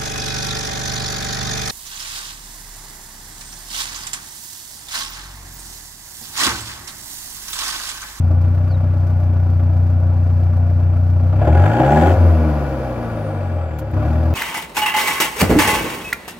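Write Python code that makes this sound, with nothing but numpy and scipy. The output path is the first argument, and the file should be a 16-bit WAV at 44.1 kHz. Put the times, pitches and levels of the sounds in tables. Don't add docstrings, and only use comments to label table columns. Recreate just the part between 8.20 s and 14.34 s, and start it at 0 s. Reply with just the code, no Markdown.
import sys
import numpy as np
from scipy import signal
from scipy.fft import rfft, irfft
from scipy.io import wavfile
from scipy.ndimage import uniform_filter1d

SR = 44100
rng = np.random.default_rng(int(sys.argv[2]) if len(sys.argv) > 2 else 0)


def nominal_scale(level):
    x = np.asarray(level, float) / 20
    return 10 ** x


def dump_mix(stems):
    frames = np.atleast_2d(stems).T
    limited = np.clip(frames, -1, 1)
    pcm = np.round(limited * 32767).astype(np.int16)
    wavfile.write(sys.argv[1], SR, pcm)


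N = 270774
TIME = np.arange(N) / SR

# (time [s], firing rate [Hz])
SPEED = [(0.0, 28.97), (0.5, 30.91), (1.0, 30.18), (1.43, 29.96), (3.04, 30.03), (3.19, 32.5), (3.3, 39.58),
         (3.38, 43.86), (3.61, 63.01), (3.9, 88.78), (3.94, 90.68), (4.14, 81.53), (4.56, 66.14),
         (5.02, 52.18), (5.56, 37.88), (5.73, 31.23), (5.9, 39.42), (6.14, 41.4)]
# (time [s], opening [0-1])
THROTTLE = [
    (0, 0.01),
    (3.15, 0),
    (3.3, 0.7),
    (3.88, 0.85),
    (3.98, 0),
    (5.72, 0.18),
    (5.82, 0),
    (5.95, 0.1),
    (6.14, 0),
]
# (cut [s], back [s], changeover [s])
FUEL_CUT = (3.945, 5.725, .007)
# (time [s], level [dB])
FLOW = [(0, -21), (0.3, -22.5), (0.8, -23), (1.5, -22.5), (2.5, -22.5), (3.1, -22), (3.3, -16.5),
        (3.42, -20), (3.7, -16.5), (3.92, -17.8), (4.1, -18), (4.55, -23), (4.9, -22.3), (5.1, -26.5),
        (5.725, -25.5), (5.76, -22), (5.9, -21.5), (6.14, -23)]
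# (multiple of the firing rate, level firing [dB], level only pumping [dB])
PULSE = [(1, 6.5, 10), (2, 11, 6.5), (3, 9, 4.5), (4, 6, 3), (5, 3, -5.5), (6, 0, -4.5), (7, -5, -9.5),
         (8, -4, -7.2), (9, -8.5, -15)]
CYLINDER_DB = (-0.67, -0.06, -2.6, -0.0065)
KNOCK_DB = (-2, -2, 1.2, 2.5)
# (time [s], strength [dB])
BARKS = [(0.44, -2.5), (0.828, 2.5), (1.094, -4), (1.494, 0), (1.936, -6), (2.062, 0.5), (2.295, 4.5),
         (2.428, -5.5), (2.965, 3), (3.001, 2), (3.129, 9.5), (3.216, 13), (3.272, 13.5), (3.349, 7),
         (3.45, -2.5), (3.597, 14), (3.766, 1), (3.817, 5.5), (4.209, -1.5), (4.421, -5.5), (4.83, -2),
         (5.771, 2)]
# (frequency [Hz], level [dB])
PIPE = [(30, -45.5), (60, -19.5), (75, -8), (89, 1.36), (100, -3), (118, -12.5), (155, -8.5), (186, -30),
        (238, -8.5), (275, -21), (313, -8.5), (345, -20), (380, -15), (450, -51.5)]
# (frequency [Hz], width [Hz], level [dB], extra at full throttle [dB])
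PIPE_NOTES = [(153.8, 7, 2.5, -2.5), (234, 15.3, 7, -17), (312.7, 16.7, 6, -5), (383.8, 21, -4, 4.5),
              (460, 15, -5, -2), (530.3, 22, 2, -2), (609.6, 31.7, 1.93, -0.5), (700.6, 20, -0.5, 3),
              (762.5, 20, -2, 5.5), (821.3, 13, -2, 9), (850, 25, -6.5, 8), (994, 97, -11, -2)]
# (frequency [Hz], width [Hz], level [dB], extra at full throttle [dB])
BLOCK_NOTES = [(1152.4, 25, 1, -6), (1316, 68, -3, -1.5), (1463.6, 47, -1.35, 2.2), (1653, 35, -4.5, 6),
               (1866, 373, -15, 2.5), (2350, 81, -10.5, -0.5), (2593, 230, -18, 0.5), (3196, 160, -22.5, 5),
               (3380, 130, -23.5, 4.5), (3746, 81, -27.5, -1.5), (4647, 350, -27.5, -11),
               (4764, 200, -24.5, -5.5)]
# (frequency [Hz], level [dB per Hz], extra at full throttle [dB])
HISS = [(3300, -30, 13), (3840, -1, -1.5), (4750, 0, -5), (6400, -5.5, 3), (7550, -10, 10), (8600, -12, 2),
        (11000, -8, -3), (13500, -8.5, -4), (15800, -9.5, 2)]
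# (idle level [dB], rise per octave of speed [dB], rise on full pull [dB],
# rise at full throttle [dB], rise with the fuel cut [dB], pull felt as the engine catches [1 = full])
ROAR_LAW = (-34.5, 8, 9.5, 2, 1, 0.79)
KNOCK_LAW = (-46.5, 6, 10.5, 3.5, 2.8, 1.08)
HISS_LAW = (-68.5, 7.5, 1.5, 2, -2.7, 2.1)
# (time [s], level [dB], length [s], decay [s])
SPITS = [
    (5.585, -42.5, .011, 0.0091),
    (0.375, -73, .03, .012),
    (5.711, -54, .006, .006),
    (5.742, -69, .008, 0.0073),
    (5.773, -73, 0.0055, .008),
    (5.8, -64.5, .006, .008),
    (5.936, -73, .02, .01),
    (6.137, -40, 0.0056, 0.0075),
]
# (frequency [Hz], width [Hz], level [dB], extra at full throttle [dB], always none)
SPIT_BANDS = [(2500, 2000, -0.5, 0), (7000, 1200, -1, 0), (12900, 2100, 2, 0)]
# (time [s], frequency [Hz], level [dB])
BIRD = [
    (.49, 4850, -62),
    (.515, 4500, -51),
    (.535, 4000, -56),
    (.562, 3700, -56),
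]
# (time [s], frequency [Hz], level [dB])
TURBO = [
    (3.6, 5000, -64),
    (3.74, 7300, -57),
    (3.9, 10600, -62),
    (4.0, 11000, -67),
    (4.27, 11080, -67),
    (4.6, 10480, -71.5),
    (5.07, 9080, -63),
    (5.3, 8200, -72),
    (5.59, 7300, -71),
]

IDLE_HZ = 30
FULL_PULL_HZ_PER_S = 85
LUGGING = 0.67
CATCH_FADE_S = 0.63
CATCH_RISE_S = 0.06
LEAD_IN = SR * 4 // 30
LEFT_LAG = 2
TOP_HZ, CEILING = 15750, .97


def level(x, db=0):
    return x * nominal_scale(db) / np.sqrt(np.mean(x ** 2))


def ring(x, hz, width_hz):
    return signal.lfilter(*signal.iirpeak(hz, hz / width_hz, SR), x)


def body(x, modes, throttle=0.):
    total = 0
    for k, (hz, width_hz, db, more_db) in enumerate(modes):
        total = total + (-1) ** k * nominal_scale(db + more_db * throttle) * ring(x, hz, width_hz)
    return total


def air(likeness):
    mid, side = rng.standard_normal((2, N))
    shared = np.clip(likeness, 0, 1)
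    return np.sqrt((1 + shared) / 2) * mid + np.sqrt((1 - shared) / 2) * side * np.array([[1], [-1]])


def walk(rate):
    k = int(SR / rate)
    return level(uniform_filter1d(uniform_filter1d(rng.standard_normal(N), k), k))


def pan(x, left_db):
    return x * nominal_scale(np.array([[left_db], [-left_db]]) / 2)


def gains(hz, db, size):
    return nominal_scale(np.interp(np.log(np.fft.rfftfreq(size, 1 / SR) + 1), np.log(hz), db))


def causal(gain):
    cepstrum = irfft(np.log(gain))
    half = len(cepstrum) // 2
    cepstrum[1:half] *= 2
    cepstrum[half + 1:] = 0
    return irfft(np.exp(rfft(cepstrum)))[:half]


def puffs(turns, scatter_db, rise, fall, late):
    index, phase = np.divmod(turns - late + 4, 1)
    size_db = np.resize(KNOCK_DB, 600) + scatter_db * rng.standard_normal(600)
    shape = np.exp(-phase / fall) * -np.expm1(-phase / rise)
    close = -np.expm1((phase - 1) / rise)
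    return level(nominal_scale(size_db)[index.astype(int)] * shape * close)


def barks(decay_s):
    start, db = np.transpose(BARKS)
    age = TIME - start[:, None] + .005
    return nominal_scale(db) @ (np.clip(age / 0.0014, 0, 1) * np.exp(-np.abs(age) / decay_s))


def loudness(law, speed_hz, throttle, fuel):
    idle_db, octave_db, pull_db, throttle_db, cut_db, catch_pull = law
    since = TIME - FUEL_CUT[1]
    catch = catch_pull * np.clip(since / CATCH_RISE_S, 0, 1) * np.exp(-np.abs(since) / CATCH_FADE_S)
    climb = np.clip(np.gradient(speed_hz) * SR / FULL_PULL_HZ_PER_S, 0, 1)
    pull = np.maximum(climb, catch) * (IDLE_HZ / speed_hz) ** LUGGING
    pull = uniform_filter1d(pull, size=SR // 40)
    speed_db = octave_db * np.log2(speed_hz / IDLE_HZ)
    return idle_db + speed_db + pull_db * pull + throttle_db * throttle + cut_db * (1 - fuel)


def exhaust(turns, fuel):
    flow = 0
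    for k, fire_db, pump_db in PULSE:
        strength = (1 - fuel) * nominal_scale(pump_db) - fuel * nominal_scale(fire_db)
        flow = flow + strength * np.sqrt(2) * np.cos(2 * np.pi * k * (turns - .055))
    size_db = np.resize(CYLINDER_DB, 600) + .35 * rng.standard_normal(600)
    cylinder_db = np.interp(turns, np.arange(600), size_db)
    flow = flow * nominal_scale(cylinder_db + np.interp(TIME, *np.transpose(FLOW)))
    flow = np.r_[flow[:LEAD_IN], flow]
    pipe = signal.fftconvolve(flow, causal(gains(*np.transpose(PIPE), size=16384)))
    return pan(pipe[LEAD_IN:LEAD_IN + N], 2.1)


def roar(turns, fuel, throttle, db):
    puff_depth = .3 + .35 * fuel + .5 * throttle
    gate = 1.2 + puff_depth * puffs(turns, 1.5, .05, .4, late=-.04) + 1.3 * barks(.008)
    gas = body(air(0.92) * gate + 12 * barks(0.00022), PIPE_NOTES, throttle)
    gas = gas + (1 - fuel) * (1.0 * ring(gas, 481, 75) - 0.45 * ring(gas, 290, 120))
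    return pan(level(gas, 1.0) * nominal_scale(db + 0.083 * walk(11.0)), 1.0)


def knock(turns, fuel, throttle, db):
    rattle = 1.3 - .5 * throttle
    rap_depth = .25 + .35 * fuel + .9 * throttle
    gate = rattle + rap_depth * puffs(turns, 1.6, .04, .3, late=.05) + .4 * barks(.006)
    near = air(.62)
    near[0] = np.roll(near[0], 3)
    block = level(body(near * gate, BLOCK_NOTES, throttle), 0.41)
    return pan(block * nominal_scale(db + 0.48 * walk(1.1)), 3.1)


def hiss(turns, fuel, throttle, db):
    steady = 0.96 * np.gradient(turns) * SR / 30
    gate = steady + (0.25 + 0.41 * fuel) * puffs(turns, 2.1, .03, 0.35, late=0.23)
    hz, shut_db, more_db = np.transpose(HISS)
    noise = rfft(air(0.14) * gate / (1 + steady))
    shut = irfft(noise * gains(hz, shut_db, N), N)
    wide = irfft(noise * gains(hz, shut_db + more_db, N), N)
    return pan(level(shut + throttle * (wide - shut), 8.9) * nominal_scale(db + 0.91 * walk(11)), -1.9)


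def breeze():
    return level(ring(ring(air(.99), 54, 60), 42, 63), -47.5) * nominal_scale(5.4 * walk(6.7))


def spits():
    gate = 0
    for start, db, length, decay in SPITS:
        age = TIME - start
        gate = gate + nominal_scale(db) * np.clip(age / .002, 0, 1) * np.exp(-np.maximum(age - length, 0) / decay)
    return pan(level(body(air(.3), SPIT_BANDS)) * gate, -2.5)


def whistle(table, waver, flicker_db, fade_s):
    s, hz, db = np.transpose(table)
    pitch = np.interp(TIME, s, hz) * (1 + waver * walk(440))
    fade = np.clip(np.minimum(TIME - s[0], s[-1] - TIME) / fade_s, 0, 1)
    gain = fade * nominal_scale(np.interp(TIME, s, db) + flicker_db * walk(60))
    return np.sqrt(2) * gain * np.sin(2 * np.pi * np.cumsum(pitch) / SR)


def bird():
    return pan(whistle(BIRD, 0.0016, 1.2, 0.0058), .4)


def turbo(fuel, throttle):
    return pan(whistle(TURBO, .006 + .13 * throttle * fuel, 1.5, .02), -1.5)


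def scene():
    speed_hz = np.interp(TIME, *np.transpose(SPEED))
    turns = np.cumsum(speed_hz) / SR
    throttle = np.clip(np.interp(TIME, *np.transpose(THROTTLE)), 0, 1)
    cut, back, change = FUEL_CUT
    fuel = (1 + np.tanh((TIME - cut) / change) * np.tanh((TIME - back) / change)) / 2
    roar_db = loudness(ROAR_LAW, speed_hz, throttle, fuel)
    knock_db = loudness(KNOCK_LAW, speed_hz, throttle, fuel)
    hiss_db = loudness(HISS_LAW, speed_hz, throttle, fuel)
    pipe = exhaust(turns, fuel) + roar(turns, fuel, throttle, roar_db)
    pipe[0] = np.roll(pipe[0], LEFT_LAG)
    block = knock(turns, fuel, throttle, knock_db) + hiss(turns, fuel, throttle, hiss_db)
    return pipe + block + breeze() + spits() + bird() + turbo(fuel, throttle)


def top_cut(x):
    return signal.sosfilt(signal.butter(12, 16400, fs=SR, output="sos"), x)


def record(dry):
    faded_in = dry * np.clip(TIME / .003, 0, 1)
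    rounded = faded_in / (1 + (faded_in / CEILING) ** 8) ** (1 / 8)
    low_pass = signal.ellip(8, .2, 70, TOP_HZ, fs=SR, output="sos")
    finished = signal.sosfilt(low_pass, rounded)
    return top_cut(finished)


dry = scene()
out = record(dry)
dump_mix(out)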